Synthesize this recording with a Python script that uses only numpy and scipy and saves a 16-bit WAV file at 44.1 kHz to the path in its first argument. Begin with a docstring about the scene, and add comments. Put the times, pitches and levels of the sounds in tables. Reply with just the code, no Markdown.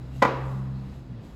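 """A workshop, beside a pneumatic screen-printing machine, heard through one microphone.
The machine lifts its frame: the slide squeaks faintly and hits its stop with one hard clack.
The steel body rings, and the knock flutters between facing surfaces and dies away in the room.
A motor hums underneath, swells, then sags and fades, over faint room noise and a hiss of air."""
import sys
import numpy as np
from scipy import signal
from scipy.fft import rfft, irfft
from scipy.io import wavfile
from scipy.ndimage import uniform_filter1d

SR = 44100
rng = np.random.default_rng(int(sys.argv[2]) if len(sys.argv) > 2 else 0)


def generate_wav(sig):
    """Save sig (samples, or channels by samples) to the path in sys.argv[1] as 16-bit PCM at SR."""
    pcm = np.round(np.clip(np.atleast_2d(sig).T, -1, 1) * 32767).astype(np.int16)
    wavfile.write(sys.argv[1], SR, pcm)


N = 59535
TIME_S, FREQ_HZ = np.arange(N) / SR, np.fft.rfftfreq(N, 1 / SR)


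def undb(db):
    """Decibels to gain."""
    return 10 ** (np.asarray(db) / 20)


def curve(table, column=1):
    """A column of a timed table, joined by straight lines."""
    rows = np.array(table, float)
    return np.interp(TIME_S, rows[:, 0], rows[:, column])


def noise(spectrum):
    """Noise of unit level with the given colour."""
    hz, db = np.array(spectrum, float).T
    gain = undb(np.interp(np.log(FREQ_HZ + 1), np.log(hz), db))
    x = irfft(rfft(rng.standard_normal(N)) * gain, N)
    return x / x.std()


def fade(t60):
    """Exponential decay that loses 60 dB in t60 seconds."""
    return np.exp(-np.log(1000) * TIME_S / t60)


def delay(x, seconds):
    """The same sound, later."""
    return np.interp(TIME_S - seconds, TIME_S, x, left=0)


def drift(rate_hz):
    """Slow random drift with a spread near 1."""
    hold = int(SR / rate_hz)
    steps = np.repeat(rng.standard_normal(N // hold + 1), hold)
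    smooth = uniform_filter1d(uniform_filter1d(steps, hold), hold)[:N]
    return smooth / smooth.std()


def band(x, low_hz, high_hz, order=8):
    """The part of a sound between two edges."""
    hz = FREQ_HZ + 1
    return irfft(rfft(x) / (1 + (low_hz / hz) ** order) / (1 + (hz / high_hz) ** order), N)


# speed of the motor shaft (time [s], speed [turns/s])
SHAFT_SPEED = [(0, 62), (.13, 65.5), (.6, 65.7), (.95, 65.8), (1.04, 64.7), (1.11, 61.6), (1.21, 54.7),
               (1.35, 58)]
# hum at the microphone (time [s], harmonic 1 [dB], harmonic 2 [dB], harmonic 3 [dB])
HUM_LEVELS = [(0, -50, -37.5, -61), (.11, -39, -42.5, -83), (.18, -42.5, -34, -49), (.33, -50, -35, -50),
              (.45, -36.5, -31.5, -55), (.58, -45.5, -31, -38.5), (.72, -43, -31.5, -41),
              (.82, -43, -37.5, -42.5), (.92, -41, -48.5, -47), (.98, -45, -38, -59),
              (1.05, -64, -48.5, -66), (1.12, -40, -37, -41.5), (1.21, -69, -44, -68),
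              (1.27, -51, -58, -82), (1.35, -42.5, -51, -73)]
# upper harmonics of the hum (multiple of shaft speed [-], level [dB])
HUM_OVERTONES = [(4, -56), (5, -64.5)]

def motor(waver_db=3):
    """The motor hums at harmonics of its shaft speed: three strong ones, two weak and wavering."""
    shaft_angle = 2 * np.pi * np.cumsum(curve(SHAFT_SPEED)) / SR

    def harmonic(k):
        return np.sqrt(2) * np.sin(k * shaft_angle + rng.uniform(0, 2 * np.pi))

    low = sum(undb(curve(HUM_LEVELS, k)) * harmonic(k) for k in (1, 2, 3))
    upper = sum(undb(db + waver_db * drift(rate_hz=8.8)) * harmonic(k) for k, db in HUM_OVERTONES)
    return low + upper


# room tone of the workshop (frequency [Hz], relative density [dB])
ROOM_SPECTRUM = [(15, -30), (32, -3), (48, 6), (90, -2), (150, 4), (260, -5), (450, -12), (900, -18.5),
                 (2000, -28.5), (4500, -35), (8000, -56.5), (15500, -66)]

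def room_tone(level_db=-45, swell_db=1):
    """Low noise all around the microphone, gently rising and falling."""
    return undb(level_db + swell_db * drift(rate_hz=8.17)) * noise(ROOM_SPECTRUM)


# colour of the air hiss (frequency [Hz], relative density [dB])
AIR_SPECTRUM = [(500, -10), (1500, 1.5), (3500, -0.5), (5500, -5), (8000, -3), (9000, -18.5), (11000, -6.5),
                (15500, -18)]
# air hiss at the microphone (time [s], level [dB])
AIR_LEVELS = [(0, -69.5), (.11, -69), (.16, -59.5), (.35, -66.5), (.52, -61.5), (.7, -71.5), (.97, -66),
              (1.05, -72.5), (1.2, -76.5), (1.25, -63.5), (1.35, -68)]

def air_hiss():
    """Air hisses faintly and unevenly."""
    return undb(curve(AIR_LEVELS)) * noise(AIR_SPECTRUM)


# squeaks of the moving slide (peak time [s], length [s], pitch [Hz], width [Hz], level [dB])
SLIDE_SQUEAKS = [(0.154, 0.058, 2760, 169, -61.5), (0.772, 0.099, 4230, 500, -69)]

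def slide_squeaks():
    """Friction on the slide excites brief, narrow resonances that swell and fade."""
    out = np.zeros(N)
    for peak_s, length_s, centre_hz, width_hz, db in SLIDE_SQUEAKS:
        resonance = 1 / (1 + (2 * (FREQ_HZ - centre_hz) / width_hz) ** 2)
        squeak = irfft(rfft(rng.standard_normal(N)) * resonance, N)
        swell = np.exp(-(2 * (TIME_S - peak_s) / length_s) ** 2)
        out += undb(db) * squeak / squeak.std() * swell
    return out


# contacts of the slide with its stop (time [s], relative level [dB])
STOP_CONTACTS = [(0.2204, -7), (0.2236, 3.5), (0.226, 1), (0.2292, -9.5)]
HARDEST_CONTACT_S = STOP_CONTACTS[1][0]
# modes of the steel body (frequency [Hz], level [dB], t60 [s])
STEEL_MODES = [(246.7, -27.5, 0.34), (282, -16, .06), (334, -19, 0.051), (464.6, -25.5, 0.37),
               (529.6, -8.5, 0.05), (538, -36.5, 0.68), (978, -36, 0.72), (1027.6, -11.5, 0.068),
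               (1115, -22, .12), (1258, -18, 0.13), (1444, -20.5, .12), (1960, -17.5, 0.06),
               (2364, -21.5, 0.076), (3050, -30.5, 0.08)]
# dense crack of one contact (frequency [Hz], relative density [dB])
CRACK_SPECTRUM = [(40, -35), (120, -20), (240, 1), (560, 3.5), (720, 2), (1150, 6.5), (1700, -9.5),
                  (2400, -7.5), (2750, -24), (4300, -20.5), (5000, -27), (7800, -28.5), (9000, -46.5),
                  (11000, -35.5), (15500, -42)]

def clack(attack_s=0.00024, crack_db=-12, crack_t60_s=0.044, lowest_hz=170):
    """Direct sound: the slide chatters against its stop; the hardest contact rings the steel body."""
    attack = 1 - np.exp(-TIME_S / attack_s)
    ring = sum(undb(db) * np.sin(2 * np.pi * hz * TIME_S) * fade(t60) for hz, db, t60 in STEEL_MODES)
    out = delay(-ring * attack, HARDEST_CONTACT_S)
    for start_s, db in STOP_CONTACTS:
        crack = noise(CRACK_SPECTRUM) * attack * fade(crack_t60_s)
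        out += undb(crack_db + db) * delay(crack, start_s)
    # the body radiates little bass
    low_cut = signal.butter(2, lowest_hz, "high", fs=SR, output="sos")
    return signal.sosfilt(low_cut, out)


# reverberation from farther off in the workshop (frequency [Hz], relative density [dB])
REVERB_SPECTRUM = [(40, -36), (120, -25), (250, 2.5), (500, 0.5), (700, -3), (1100, 1), (1600, -9),
                   (2400, -12.5), (4000, -21.5), (5500, -26), (7800, -33), (9000, -47), (11000, -36.5),
                   (15500, -49)]

def reverberation(level_db=-24.5, rise_s=0.0012):
    """The workshop's diffuse answer to the clack; each octave dies at its own rate."""
    decay_hz, decay_t60_s = [250, 1200, 8000], [0.88, 1, 0.36]
    wash = rfft(noise(REVERB_SPECTRUM))
    tail = np.zeros(N)
    for centre_hz in 62.5 * 2. ** np.arange(9):
        octave = np.clip(1 - np.abs(np.log2((FREQ_HZ + 1) / centre_hz)), 0, 1)
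        t60 = np.interp(np.log(centre_hz), np.log(decay_hz), decay_t60_s)
        tail += irfft(wash * octave, N) * fade(t60)
    rise = 1 - np.exp(-TIME_S / rise_s)
    return undb(level_db) * delay(tail * rise, HARDEST_CONTACT_S)


# echoes between facing surfaces (first echo [dB], gain per trip [dB], low edge [Hz], high edge [Hz])
ECHO_BANDS = [(-4, -6, 120, 543), (-6.5, -9.5, 590, 1500), (-9.5, -16, 1200, 15000)]
# round trip of each of those bands (time [s])
ROUND_TRIPS = [.0278, .0266, .0266]

def flutter(knock, trips=7):
    """The knock passes the microphone again, weaker on each trip; the lows return a little later."""
    out = np.zeros(N)
    for trip_s, (first_db, trip_db, low_hz, high_hz) in zip(ROUND_TRIPS, ECHO_BANDS):
        echo = band(knock, low_hz, high_hz)
        for k in range(trips):
            out += undb(first_db + k * trip_db) * delay(echo, (k + 1) * trip_s)
    return out


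def frame_colour(x, depth_db=3.5, spacing_hz=109.4, from_hz=2700):
    """Countless small resonances of the frame make the treble uneven."""
    knots = rng.standard_normal(1024)
    ripple = np.interp(FREQ_HZ / spacing_hz, np.arange(len(knots)), knots)
    treble_share = FREQ_HZ ** 2 / (FREQ_HZ ** 2 + from_hz ** 2)
    return irfft(rfft(x) * undb(depth_db * ripple * treble_share), N)


def scene():
    """Beside the machine, in mono: the clack in front, its echoes, squeaks, motor and room behind."""
    knock = clack()
    workshop = knock + flutter(knock) + reverberation() + room_tone() + air_hiss()
    return (frame_colour(workshop) + slide_squeaks() + motor())[None]


def record(dry, ceiling=.9, top_hz=15850):
    """The microphone rounds the loudest peaks and cuts the top."""
    rounded = ceiling * np.tanh(dry / ceiling)
    high_cut = signal.ellip(10, .2, 80, top_hz, fs=SR, output="sos")
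    return signal.sosfilt(high_cut, rounded)


dry = scene()
out = record(dry)
generate_wav(out)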